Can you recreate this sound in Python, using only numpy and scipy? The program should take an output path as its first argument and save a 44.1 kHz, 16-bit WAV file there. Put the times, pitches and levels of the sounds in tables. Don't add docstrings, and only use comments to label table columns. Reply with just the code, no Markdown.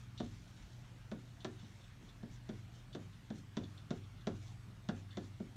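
import sys
import numpy as np
from scipy import signal
from scipy.io import wavfile
from scipy.ndimage import uniform_filter1d

SR = 44100
rng = np.random.default_rng(int(sys.argv[2]) if len(sys.argv) > 2 else 0)


def amplitude_ratio(level_db):
    exponent = np.asarray(level_db, float) / 20
    return 10 ** exponent


def wrap_up_sound(samples):
    columns = np.atleast_2d(samples).T
    tamed = np.clip(columns, -1, 1)
    steps = np.round(tamed * 32767).astype(np.int16)
    wavfile.write(sys.argv[1], SR, steps)


N = 245195
T = np.arange(N) / SR
TAP_T = np.arange(SR // 2) / SR

# (time [s], blow [dB], then against the blow: panel boom [dB], panel knock [dB],
# tip hardness [dB])
TAPS = [(0.201, -29.5, -10.5, -20.5, -23), (1.115, -34.5, -7.5, -16, -20.5),
        (1.446, -32, -12, -17.5, -13.5), (1.628, -55.5, 3.5, -20, -14), (2.23, -38.5, -9.5, -27, -27.5),
        (2.491, -33, -9, -24, -23.5), (2.949, -30, -11.5, -27, -24), (3.303, -36.5, -4, -21, -21.5),
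        (3.569, -30.5, -5.5, -20, -17), (3.906, -31.5, -6, -17.5, -18.5), (4.27, -27, -8.5, -19.5, -20),
        (4.888, -33, -2, -15, -14), (5.171, -33, -6.5, -19.5, -17.5), (5.401, -36, -8, -22, -34)]
# (frequency [Hz], width struck [Hz], width rubbed [Hz], level struck [dB], level rubbed [dB])
BARREL = [(3520, 590, 200, 30, 3.5), (3690, 1000, 290, -8, 0.5), (4160, 200, 460, -15, 0.5),
          (5420, 290, 800, 11, -10.5), (5700, 180, 900, 16, -19), (7250, 400, 310, -62, -11),
          (3120, 630, 240, -11, -6)]


def evened(x):
    return x / np.sqrt(np.mean(x ** 2) + 1e-20)


def read(points, hz):
    f, value = np.transpose(points)
    return np.interp(np.log(hz + 1), np.log(f + 1), value)


def add(mix, s, sound):
    part = mix[round(s * SR):][:len(sound)]
    part += sound[:len(part)]


def resonate(x, hz, width):
    pole = np.exp((2j * np.pi * hz - np.pi * width) / SR)
    return 2 * signal.lfilter([1 - abs(pole)], [1, -pole], x).real


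def resonate_twice(x, hz, width, second_width):
    return evened(resonate(resonate(x, hz, width), hz, second_width))


def drift(rate_hz):
    rates = np.geomspace(rate_hz / 15, rate_hz, 16)
    return evened(sum(np.sin(2 * np.pi * (f * T + rng.random())) / np.sqrt(f) for f in rates))


def coloured(spectrum, patchy_db):
    hz = np.fft.rfftfreq(2048, 1 / SR)
    a, b, patches = rng.standard_normal((N // 512 + 5, len(hz), 3)).T
    patches = uniform_filter1d(patches, size=14, axis=0)
    patches = evened(uniform_filter1d(patches, size=6, axis=1))
    z = (a + 1j * b) * amplitude_ratio(read(spectrum, hz)[:, None] + patchy_db * patches)
    return signal.istft(z, nperseg=2048, noverlap=1536)[1][:N]


def air():
    # (frequency [Hz], density [dB per Hz])
    air_spectrum = [(12, -47), (20, -29.5), (70, -7), (123, -4), (172, -6.5), (459, -26), (642, -24.5),
                    (949, -26), (1400, -25.5), (3440, -31), (4940, -35), (6010, -36), (10500, -44.5),
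                    (13200, -48), (16000, -54.5)]
    # (frequency [Hz], level [dB], waver [dB])
    hum_lines = [
        (119.9, -58.5, 2.5),
        (98.2, -64, -1),
    ]
    wash = coloured(air_spectrum, patchy_db=2.0)
    upper = signal.sosfilt(signal.butter(4, 1000, "high", fs=SR, output="sos"), wash)
    wash = amplitude_ratio(-69 + 1.0) * wash / np.std(upper)
    hum = 0
    for hz, db, waver_db in hum_lines:
        hum = hum + amplitude_ratio(db + waver_db * drift(8.2)) * np.sqrt(2) * np.sin(2 * np.pi * hz * T)
    rumble = resonate_twice(rng.standard_normal(N), 42, 25, 25)
    rumble_db, swell_db, swell_hz = -64, 2, 4
    return wash + hum + amplitude_ratio(rumble_db + swell_db * drift(swell_hz)) * rumble


def room(x):
    # (frequency [Hz], t60 [s])
    room_decay = [(150, 0.38), (500, 0.077), (1500, 0.28), (4000, 0.22), (9000, 0.15)]
    # (delay [s], level [dB])
    first_echoes = [
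        (.0071, -23.5),
        (0.0111, -15),
        (0.0215, -20.5),
    ]
    sparse = np.zeros(SR // 2)
    at = np.arange(250, len(sparse) - 20, 20)
    sparse[at + rng.integers(0, 20, len(at))] = rng.choice([-1., 1.], len(at))
    hz, t, z = signal.stft(sparse, SR, nperseg=256)
    tail = signal.istft(z * amplitude_ratio(-60 * t / read(room_decay, hz)[:, None]), SR, nperseg=256)[1]
    tail *= amplitude_ratio(-12.0) / np.linalg.norm(tail)
    for delay, db in first_echoes:
        add(tail, delay, amplitude_ratio([db]))
    return signal.fftconvolve(x, tail)[:N]


def sway():
    # (time [s], level against boom [dB])
    reach = [(.2, -12), (1.1, -21), (1.45, -20), (2.23, -24), (2.5, -8), (2.95, -9), (3.3, -16),
             (3.9, -11.5), (4.9, -16.5), (5.3, -12)]
    sway_hz, t60, rise_s = 98.53, 1.22, 0.038
    out, t = np.zeros(N), np.arange(SR) / SR
    swell = (1 - np.exp(-t / rise_s)) ** 2 * np.sin(2 * np.pi * sway_hz * t)
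    for s, blow_db, boom_db, *_ in TAPS:
        db = blow_db + boom_db + np.interp(s, *np.transpose(reach))
        add(out, s, amplitude_ratio(db + 8.0 - 60 * t / t60) * swell)
    return out


def strokes():
    # (middle [s], length [s], hiss [dB])
    hand_strokes = [(.01, 0.12, -73), (0.31, 0.35, -71), (0.597, 1, -73), (.93, 0.22, -83),
                    (1.228, .2, -75.5), (1.674, 0.87, -74.5), (2.053, 0.14, -73), (2.337, 0.11, -68.5),
                    (2.57, 0.28, -74.5), (2.771, 0.13, -70.5), (3.025, 0.099, -72), (3.37, 0.1, -68),
                    (3.677, .36, -75.5), (3.957, .16, -73), (4.34, .25, -73), (4.47, 0.19, -67.5),
                    (4.65, 0.4, -83), (4.983, 0.099, -70), (5.25, 0.16, -72.5)]
    resting_db, blunt = -96, 1.22
    middle, length, db = np.transpose(hand_strokes)[:, :, None]
    swell = np.cos(np.pi * np.clip((T - middle) / length, -.5, .5)).clip(0) ** blunt
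    return amplitude_ratio(resting_db) + np.sqrt(((amplitude_ratio(db) * swell) ** 2).sum(0))


def felt():
    # (frequency [Hz], density [dB per Hz])
    felt_spectrum = [(700, -21), (1400, -1.5), (2400, -2.5), (3400, 4.5), (4700, 0.5), (5900, 3), (7200, 0),
                     (8500, -14.5), (9800, -10), (11000, -25)]
    level, hiss = strokes(), evened(coloured(felt_spectrum, patchy_db=1.8))
    top = signal.sosfiltfilt(signal.butter(2, 4600, "high", fs=SR, output="sos"), hiss)
    top = top + amplitude_ratio(-13) * evened(resonate(hiss, 5950, 130))
    bright = (level / amplitude_ratio(-71)) ** 0.2
    catches = evened(uniform_filter1d(rng.standard_normal(N), size=130))
    grain = amplitude_ratio(1.3 * drift(90) + 2.5 * catches)
    return level * grain * ((hiss - top) / np.maximum(bright, .5) + top * bright)


def squeaks():
    # (time [s], level [dB], length [s], frequency [Hz])
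    squeak_events = [
        (0.78, -77, .12, 1400),
        (0.9, -75, .05, 1400),
        (1.84, -71, .03, 1520),
        (2.12, -74, .03, 1330),
        (5.09, -75, .08, 1700),
    ]
    out, slips = np.zeros(N), rng.standard_normal(N)
    for s, db, length, hz in squeak_events:
        size = round(length * SR)
        add(out, s, amplitude_ratio(db) * np.hanning(size) * evened(resonate(slips[:size], hz, 110)))
    return out


def chatter():
    # (time [s], level [dB], length [s])
    bursts = [(0.176, -54, 0.023), (0.197, -69, 0.11), (1.403, -61.5, 0.026), (1.591, -66.5, 0.035),
              (1.644, -69, .02), (1.808, -68, 0.023), (1.838, -64, 0.013), (2.088, -65.5, 0.026),
              (2.927, -59.5, 0.035), (3.637, -60, 0.022), (3.775, -60, 0.016), (3.79, -71, 0.035),
              (3.13, -70.5, .02), (4.035, -70.5, .025), (4.173, -72, 0.028), (4.208, -67, 0.02),
              (4.5, -73, 0.021), (5.105, -63, 0.03), (5.129, -70.5, 0.036), (5.202, -76, 0.076),
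              (5.34, -72, 0.017)]
    out, slips = np.zeros(N), rng.standard_normal(N)
    rubbed = evened(sum(amplitude_ratio(d) * resonate_twice(slips, f, w, 4 * w) for f, _, w, _, d in BARREL))
    for s, db, length in bursts:
        at, size = round(s * SR), round(length * SR)
        fade = amplitude_ratio(db + 2.5 - 9 * np.arange(size) / size)
        add(out, s, fade * signal.windows.tukey(size, .12) * evened(rubbed[at:at + size]))
    return out


def panel_ring(favoured):
    # (frequency [Hz], level [dB], t60 [s])
    panel_modes = [(135.3, -18.5, 0.25), (166.25, -4.5, 0.57), (185.9, -2.5, 0.19), (210.8, -12.5, 0.28),
                   (236.8, -0.5, 0.31), (261.7, -9.5, 0.45), (299, -6.5, 0.44), (312, -13.5, 0.5),
                   (365.2, -3, 0.3), (401.5, -4, 0.24), (445.7, -4, 0.17), (534, -11.5, 0.32),
                   (519.5, 2.5, 0.14), (652, -12, 0.31), (694.6, 3, 0.14), (774.3, 4.5, 0.1),
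                   (813, -1, 0.066), (895, -20, 0.13), (935, 6, 0.1)]
    t = TAP_T
    hz, db, t60 = np.transpose(panel_modes)[:, :, None]
    chance, detune = rng.standard_normal((2, len(hz), 1))
    humps = sum(amplitude_ratio(d) / (1 + ((hz / f - 1) / 0.39) ** 2) for f, d in favoured)
    rise = (1 - np.exp(-t * hz / 0.67)) ** 2
    ring = amplitude_ratio(db + 2.5 * chance - 60 * t / t60) * humps * rise
    phase = 2 * np.pi * hz * (1 + .012 * detune) * t + 2.31 * chance
    return (ring * np.sin(phase)).sum(0)


def spot_dent(favoured):
    t = TAP_T
    flex = np.sqrt(t / 0.007) * np.exp(.125 - 0.11 * (t / 0.0066) ** 4)
    return sum(amplitude_ratio(d + 0.0037 * (f - 306)) * -np.cos(2 * np.pi * f * t) * flex for f, d in favoured)


def core_thud(boom_hz, favoured):
    t, thud = TAP_T, 0
    bloom = (1 - np.exp(-(t / 0.0074) ** 2)) * amplitude_ratio(-25 * t - 9.3 * (t / 0.076) ** 2)
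    for f, d in favoured:
        noise = resonate_twice(rng.standard_normal(len(t)), f, 0.85 * f, 0.85 * f)
        thud = thud + amplitude_ratio(d - 0.31 * (f - boom_hz) * t) * noise
    return bloom * thud


def face_clack(clack_db):
    t, grit = TAP_T, rng.standard_normal(len(TAP_T))
    # (frequency [Hz], width [Hz], level [dB])
    bands = [(1060, 220, 0), (1400, 276, 1.5), (1610, 250, -7.0), (2730, 580, -18.0)]
    clack = sum(amplitude_ratio(d) * evened(resonate(grit, f, w)) for f, w, d in bands)
    decay = amplitude_ratio(clack_db - 60 * t / 0.036) + amplitude_ratio(clack_db - 16.5 - 60 * t / 0.092)
    return clack * (1 - np.exp(-t / 0.0026)) * decay


def barrel_tick(edge_db):
    t = TAP_T
    jolt = np.diff(np.exp(-((t - .0002) / .00003) ** 2), prepend=0)
    rebound = amplitude_ratio(-26) * np.exp(-((t - .0057) / .001) ** 2)
    crack = jolt + rng.standard_normal(len(t)) * (amplitude_ratio(-27 - 60 * t / .05) + rebound)
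    tick = sum(amplitude_ratio(d + edge_db * (f > 5000)) * resonate(crack, f, w) for f, w, _, d, _ in BARREL)
    return tick / abs(tick).max()


def tap(blow_db, boom_db, knock_db, tick_db):
    boom_hz, body_hz, knock_hz, body_db = 195.7, 350.6, 620, -14.5
    favoured = [(boom_hz, boom_db), (body_hz, body_db), (knock_hz, knock_db)]
    clack_db = 0.68 * tick_db + (1 - 0.68) * knock_db + 6.5
    edge_db = 1.6 * (tick_db - knock_db) - 1
    sound = amplitude_ratio(-5.5) * panel_ring(favoured)
    sound += amplitude_ratio(-4.5) * face_clack(clack_db)
    sound += amplitude_ratio(4.5) * spot_dent(favoured)
    sound += amplitude_ratio(-9) * core_thud(boom_hz, favoured)
    sound += amplitude_ratio(tick_db + 13) * barrel_tick(edge_db)
    return amplitude_ratio(blow_db) * sound


def marker():
    out = chatter() + squeaks()
    for s, *levels in TAPS:
        add(out, s + .0003, tap(*levels))
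    soft = signal.sosfilt(signal.butter(N=8, Wn=7400, fs=SR, output="sos"), out)
    return soft + felt()


def scene():
    pen = marker()
    return (pen + room(pen) + sway() + air())[None]


def top_cut(x):
    return signal.sosfilt(signal.butter(12, 15780, fs=SR, output="sos"), x)


def record(dry):
    # (frequency [Hz], width [Hz], level [dB])
    mic_dips = [(10600, 870, -5), (4880, 190, -3)]
    for hz, width, db in mic_dips:
        dry = dry - (1 - amplitude_ratio(db)) * resonate(dry, hz, width)
    return top_cut(dry)


dry = scene()
out = record(dry)
wrap_up_sound(out)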